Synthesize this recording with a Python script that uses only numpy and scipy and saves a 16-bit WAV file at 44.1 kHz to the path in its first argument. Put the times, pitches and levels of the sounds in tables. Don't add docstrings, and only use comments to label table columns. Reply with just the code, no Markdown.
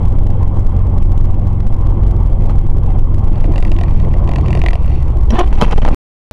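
import sys
import numpy as np
from scipy import signal
from scipy.io import wavfile

SR = 44100
rng = np.random.default_rng(int(sys.argv[2]) if len(sys.argv) > 2 else 0)


def to_wav(s):
    ch = np.atleast_2d(s).T
    pcm = np.round(np.clip(ch, -1, 1) * 32767)
    wavfile.write(sys.argv[1], SR, pcm.astype(np.int16))


N = 278712

# pitch_hz, level_db, t60_s
TRIM_MODES = [(226, -8, .07), (470, -5, .03), (598, -4, .025), (820, -2, .025), (980, -2, .022),
              (1220, -8, .02), (1480, -14, .015), (1900, -13, .012), (2200, -11, .012), (2600, -11, .012),
              (3100, -13, .012), (3900, -21, .008), (4800, -26, .006), (5700, -25, .006), (6500, -30, .005),
              (9500, -37, .004)]


def from_db(db):
    return 10 ** (np.asarray(db) / 20)


def rms_one(x):
    return x / np.sqrt(np.mean(x ** 2) + 1e-20)


def in_time(rows):
    s, *columns = np.transpose(rows)
    return [np.interp(np.arange(N) / SR, s, column) for column in columns]


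def drift(rate_hz):
    r = np.exp(-2 * np.pi * rate_hz * 40 / SR)
    noise = rng.standard_normal(N // 40 + 2002)
    slow = signal.lfilter([1], [1, -2 * r, r * r], noise)[2000:]
    return np.interp(np.arange(N) / 40, np.arange(len(slow)), rms_one(slow))


def ring(clicks, hz, t60_s):
    r = from_db(-60 / (t60_s * SR))
    w = 2 * np.pi * hz / SR
    return signal.lfilter([0, np.sin(w)], [1, -2 * r * np.cos(w), r * r], clicks + 1e-18)


def struck(times_s, levels_db, lengths_s, tilts_db, modes, spread_db):
    out, age = np.zeros(N), np.arange(2000)
    fade = np.exp(-age / (np.maximum(lengths_s, 1e-4)[:, None] * SR))
    rattles = rng.standard_normal((len(times_s), 2000)) * fade
    rattles = rattles / np.linalg.norm(rattles, axis=1, keepdims=True)
    rattles[:, 0] += 0.6
    chance_db = spread_db * rng.standard_normal((len(times_s), len(modes)))
    for k, (hz, mode_db, t60_s) in enumerate(modes):
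        clicks = np.zeros(N + SR)
        tilt_db = tilts_db * np.log2(hz / 1000)
        gains = from_db(levels_db + mode_db + tilt_db + chance_db[:, k])
        for s, gain, rattle in zip(times_s, gains, rattles):
            clicks[round(s * SR) + age] += gain * rattle
        out += ring(clicks[:N], hz, t60_s)
    return out


def scraped(modes, contacts_per_s, tilt_db):
    sizes = from_db(3.3 * np.minimum(rng.exponential(1, N), 4)) * rng.choice([-1, 1], N)
    clicks = sizes * (rng.random(N) < contacts_per_s / SR)
    dealt = rng.integers(0, len(modes), N)
    out = 0
    for k, (hz, mode_db, t60_s) in enumerate(modes):
        gain = from_db(mode_db + tilt_db * np.log2(hz / 1000))
        out = out + gain * ring(clicks * (dealt == k), hz, t60_s)
    return rms_one(out)


def boom():
    # pitch_hz, width_hz, level_db
    body_modes = [(14.415, 4.7, -1.5), (24.22, 5.15, -1), (45.43, 6.26, -4.5), (7.193, 6.86, -5),
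                  (68.45, 29, -20)]
    out = np.zeros(N)
    for hz, width_hz, level_db in body_modes:
        r = np.exp(-np.pi * width_hz / SR)
        poles = [1, -2 * r * np.cos(2 * np.pi * hz / SR), r * r]
        shaken = signal.lfilter([1, 0, -1], poles, rng.standard_normal(N + SR))[SR:]
        shaken = signal.sosfilt(signal.butter(2, 1.566 * hz, fs=SR, output="sos"), shaken)
        out += from_db(level_db) * np.sqrt(width_hz) * rms_one(shaken)
    return rms_one(out)


def through_panels(x):
    # pitch_hz, width_hz, lift_db
    panel_modes = [(338.7, 58, 6.5), (575.7, 38, 4), (783, 72, 6), (1139, 280, 3.5), (2052, 160, 7),
                   (3186, 76, 12.5)]
    for hz, width_hz, lift_db in panel_modes:
        r = np.exp(-np.pi * width_hz / SR)
        zeros = np.array([1, 0, -1]) * (1 - r * r) / 2
        peak = signal.lfilter(zeros, [1, -2 * r * np.cos(2 * np.pi * hz / SR), r * r], x)
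        x = x + (from_db(lift_db) - 1) * peak
    return x


def roar(patchy_db=3.5):
    # pitch_hz, relative density level_db
    roar_spectrum = [(60, 5), (130, 12), (220, 1), (290, 2), (340, -5), (450, -3.5), (760, -11),
                     (1100, -10.5), (1600, -55), (2200, -22.5), (2800, -41.5), (3150, -40), (3600, -43),
                     (4000, -59), (4400, -49.5), (5500, -58.5), (11000, -63)]
    table_hz, table_db = np.transpose(roar_spectrum)
    edges_hz = 55 * 2 ** np.arange(0, 7.8, 1 / 3)
    together = drift(6.0)
    white = rng.standard_normal((2, N))
    out = 0
    for k, (low, high) in enumerate(zip(edges_hz, edges_hz[1:])):
        band = signal.sosfilt(signal.butter(2, [low, high], "band", fs=SR, output="sos"), white[k % 2])
        level_db = np.interp(np.log(low * high) / 2, np.log(table_hz), table_db)
        flicker_db = patchy_db * (0.27 * together + 0.72 * drift(16.0))
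        out = out + from_db(level_db + flicker_db) * band
    out = through_panels(out)
    middle = signal.sosfilt(signal.butter(4, [250, 1400], "band", fs=SR, output="sos"), out)
    return out / np.std(middle)


def engine():
    # multiple of the cycle rate, pulling level_db, engine-braking level_db
    orders = [(3, -20, -18), (4, 0, 0), (5, -5, -14), (6, -16, -14), (7, -18, -11), (8, -17, -14),
              (9, -19, -19), (10, -20, -22), (11, -26, -21), (12, -28, -29), (15, -28, -32)]
    # time_s, level_db
    engine_level = [(0, -15.8), (3.6, -17), (3.95, -16.5), (4.1, -13), (4.25, -15), (4.47, -12), (4.6, -15),
                    (4.72, -21), (4.88, -14), (5.3, -13.5), (5.42, -17), (5.55, -17), (5.9, -16)]
    t, (engine_db,) = np.arange(N) / SR, in_time(engine_level)
    slowed_s = np.maximum(t - 3.66, 0)
    cycle_hz = 22.05 + 0.05 * t
    cycle_hz = cycle_hz - 3.9 * slowed_s - 0.35 * slowed_s ** 2
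    lift_off_s, lift_length_s = 3.5, 0.45
    braking = np.clip((t - lift_off_s) / lift_length_s, 0, 1)
    cycle_hz = cycle_hz + 0.15 * braking * drift(5.0)
    turn = 2 * np.pi * np.cumsum(cycle_hz) / SR
    out = np.zeros(N)
    for k, pull_db, brake_db in orders:
        waver_db = (1.0 + 1.5 * braking) * drift(4.0)
        level_db = pull_db + braking * (brake_db - pull_db) + waver_db
        out += from_db(level_db) * np.sin(k * turn + 2 * np.pi * rng.random())
    return np.sqrt(2) * from_db(engine_db) * out


def knocks():
    # time_s, level_db, rattle decay_s, brightness tilt_db per octave
    blows = [(2.496, -22, 0.016, -4.5), (5.3055, -28, 0.0023, 10), (5.322, -19, 0.02, -10),
             (5.351, -22, 0.0062, 0), (5.391, -14, 0.0064, 7), (5.474, -25.5, 0.0037, 2),
             (5.528, -20.5, 0.0058, -2), (5.553, -32.5, 0.0054, 5.5), (5.576, -18, 0.0031, -6),
             (5.61, -16, 0.0033, 2), (5.6141, -2.5, 0.00071, 2), (5.622, -3, 0.0012, -4.5),
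             (5.629, -10.5, 0.0055, 2), (5.635, -13, 0.013, 1.5), (5.679, -25, 0.0023, -5.5),
             (5.711, -28, 0.0032, 7), (5.722, -20, .003, 0), (5.728, -15, 0.0046, -6.5),
             (5.769, -28, 0.003, 0.5), (5.7751, -4.5, 0.0018, 0.5), (5.7804, -9.5, 0.0031, -1),
             (5.814, -22.5, 0.005, -4), (5.83, -25, 0.0031, -9), (5.85, -7.5, 0.0066, -5),
             (5.867, -27, 0.0027, -7), (5.878, -11, 0.008, -4.5), (5.886, -11.5, 0.0041, -1),
             (5.898, -25, 0.0037, -9.5), (5.907, -33, 0.0064, -2)]
    s, level_db, length_s, tilt_db = np.transpose(blows)
    return struck(s, level_db, length_s, tilt_db, TRIM_MODES, spread_db=1.5)


def valves():
    # time_s, level_db
    ticks_at = [(3.3575, -33), (3.4424, -30), (3.526, -37), (3.538, -33), (3.5592, -25), (3.5801, -23),
                (3.6051, -22), (3.626, -23), (3.6505, -21), (3.68, -33), (3.7173, -19), (3.7647, -28),
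                (3.7877, -22), (3.8121, -25), (3.8356, -22), (3.8825, -36), (3.9995, -27), (4.0477, -34),
                (4.139, -30), (4.188, -36), (4.24, -35), (4.2758, -29), (4.2917, -25), (4.3162, -26),
                (4.3361, -26), (4.3596, -22), (4.384, -24), (4.4105, -30), (4.46, -32), (4.4828, -23),
                (4.5057, -25), (4.5292, -22), (4.5516, -21), (4.5736, -27), (4.5926, -27), (4.617, -22),
                (4.6389, -21), (4.6624, -16), (4.6853, -19), (4.7078, -18), (4.7322, -20), (4.7552, -25),
                (4.8325, -39), (4.8445, -36), (4.8789, -35), (4.9183, -36)]
    # time_s, level_db
    pump_level = [(3.0, -81), (3.4, -48), (3.6, -62), (3.99, -46), (4.25, -61), (4.5, -46), (4.75, -54),
                  (4.95, -44.5), (5.15, -63), (5.3, -55.5), (5.9, -36)]
    # pitch_hz, level_db, t60_s
    block_modes = [(705, -5, .02), (1000, -8, .014), (1300, -17, .008), (1930, -7, .015), (2030, -6, .012),
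                   (2360, -3, .011), (2650, -4, .011), (3000, -19, .007), (3640, -12, .009),
                   (4390, -12, .013), (5640, -16, .008), (6200, -27, .014), (6710, -25, .005),
                   (8450, -32, .005), (10600, -33, .005)]
    (s, db), (pump_db,) = np.transpose(ticks_at), in_time(pump_level)
    each = np.ones(len(s))
    tick_tilt_db, shudder_tilt_db = -5.5, -6
    ticks = struck(s, db - tick_tilt_db, 0.0024 * each, tick_tilt_db * each, block_modes, spread_db=1.5)
    shudders = struck(s, db - 9, 0.007 * each, shudder_tilt_db * each, block_modes, spread_db=4.0)
    buzz = from_db(pump_db + 1.3 * drift(16.0)) * scraped(block_modes, 5600.0, 0.3)
    return ticks + shudders + buzz


def jolts():
    # time_s, height, bounce pitch_hz, t60_s
    pushes = [(3.573, 1.05, 21.5, 1.3), (5.725, -.9, 3.5, .8), (5.739, -2.4, 20.2, 1.2)]
    return sum(ring(height * (np.arange(N) == round(s * SR)), hz, t60_s) for s, height, hz, t60_s in pushes)


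def sliding():
    # loudest moment time_s, level_db, build_s, brightness tilt_db per octave
    slides = [(5.31, -27.5, 0.077, -7), (5.36, -21.5, 0.079, 1.5), (5.4, -15.5, 0.15, -0.5),
              (5.60, -32, 0.18, 5.5), (5.64, -15, 0.1, 2), (5.73, -23, 0.31, 3), (5.82, -26, 0.1, 2),
              (5.88, -21, 0.1, -4.5), (5.93, -42.5, 0.19, -4)]
    s, db, build_s, tilt_db = np.array(slides).T[:, :, None]
    age = np.arange(N) / SR - s
    rise_db, fade_db_per_s = 46, 476
    level_db = db + np.where(age < 0, rise_db * age / build_s, -fade_db_per_s * age)
    brightness_db = tilt_db[level_db.argmax(axis=0), 0]
    return from_db(level_db.max(axis=0)) * scraped(TRIM_MODES, 3200.0, brightness_db)


def pings():
    # start_s, level_db, pitch_hz, t60_s
    notes = [(5.3015, -24, 3150, .03), (5.3064, -21, 5700, .012), (5.3077, -21, 2000, .012),
             (5.3135, -30, 5200, .012), (5.3185, -32, 5600, .03), (5.611, -12, 226, .16),
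             (5.879, -22, 3050, .03)]
    out = np.zeros(N)
    for s, db, hz, t60_s in notes:
        age = np.maximum(np.arange(N) / SR - s, 0)
        rise = np.minimum(age * hz / 3, 1)
        out += from_db(db - 60 * age / t60_s) * rise * np.sin(2 * np.pi * hz * age)
    return out


def judder():
    # time_s, slips per s, level_db
    skid = [(5.322, 330, -47), (5.335, 325, -21), (5.352, 345, -16.5), (5.362, 430, -17.5),
            (5.372, 445, -11.5), (5.381, 350, -26.5), (5.389, 337, -11.5), (5.4, 373, -12.5),
            (5.415, 347, -14), (5.424, 360, -27), (5.444, 384, -21.5), (5.462, 370, -31),
            (5.49, 410, -44.5)]
    # pitch_hz, level_db, t60_s
    hollow_modes = [(360, 0, .025), (720, -2, .03), (1070, -3, .03), (1400, -10, .015), (1770, -12, .02),
                    (2440, -14, .01), (2900, -10, .01), (3300, -14, .008)]
    per_s, level_db = in_time(skid)
    at = np.flatnonzero(np.diff(np.floor(np.cumsum(per_s) / SR)))
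    late, size = rng.standard_normal((len(at), 2)).T
    shift = (0.05 * late * SR / per_s[at]).astype(int)
    slips, t = np.zeros(N + SR), np.arange(N) / SR
    slips[np.maximum(at + shift, 0)] = from_db(2.5 * size)
    slips = signal.sosfilt(signal.butter(2, 3470, fs=SR, output="sos"), slips[:N])
    body = rms_one(sum(from_db(db) * ring(slips, hz, t60_s) for hz, db, t60_s in hollow_modes))
    return from_db(level_db) * body * ((t > skid[0][0]) & (t < skid[-1][0]))


def loose_things():
    return sliding() + judder() + knocks() + pings()


def scene():
    # time_s, body boom level_db, tyre roar level_db
    road_level = [(0, -9.5, -28), (.5, -6.5, -29), (1.5, -8.5, -30.5), (2.3, -8, -28.5), (3.0, -7, -31.5),
                  (3.5, -8, -26.5), (3.58, -4, -26), (3.78, -11, -30), (3.85, -6.5, -29), (4.43, -8, -27.5),
                  (5.19, -7.5, -31.5), (5.65, -5, -26), (5.72, -5.5, -27), (5.94, -3.5, -20),
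                  (6.3, -14, -39)]
    boom_db, roar_db = in_time(road_level)
    road = from_db(boom_db) * boom() + from_db(roar_db) * roar() + jolts()
    return (road + engine() + valves() + loose_things())[None]


def overloaded_capsule(x):
    top, bottom, knee = 1.2, 0.8, 5.0
    room = np.where(x > 0, top, bottom)
    x = x / (1 + np.abs(x / room) ** knee) ** (1 / knee)
    return signal.sosfilt(signal.butter(1, 6.5, "high", fs=SR, output="sos"), x)


def stepped_limiter(x):
    limit_db, slope, step_db = -7, 0.5, 0.7
    release_db_per_s, makeup_db, updates_per_s = 64, 1.5, 400.0
    fall_db = release_db_per_s * np.arange(N) / SR
    peak_db = 20 * np.log10(np.abs(x[0]) + 1e-9)
    level_db = np.maximum.accumulate(peak_db + fall_db) - fall_db
    wanted = np.round(slope * np.maximum(level_db - limit_db, 0) / step_db)
    moves, steps_down = np.zeros(N), 0
    for i in np.flatnonzero(rng.random(N) < updates_per_s / SR):
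        moves[i] = np.sign(wanted[i] - steps_down)
        steps_down += moves[i]
    return x * from_db(makeup_db - step_db * np.cumsum(moves))


def record(dry):
    # start_s, end_s
    mute = (5.94557, 6.3119)
    x = np.clip(stepped_limiter(overloaded_capsule(dry)), -0.97, 0.97)
    x = x + from_db(-65) * rng.standard_normal(N)
    first_cut_hz, last_cut_hz = 11500, 16000
    x = signal.sosfilt(signal.cheby2(8, 22, 1.06 * first_cut_hz, fs=SR, output="sos"), x)
    t = np.arange(N) / SR
    x = x * ((t < mute[0]) | (t > mute[1]))
    return signal.sosfilt(signal.cheby2(12, 70, 1.04 * last_cut_hz, fs=SR, output="sos"), x)


dry = scene()
out = record(dry)
to_wav(out)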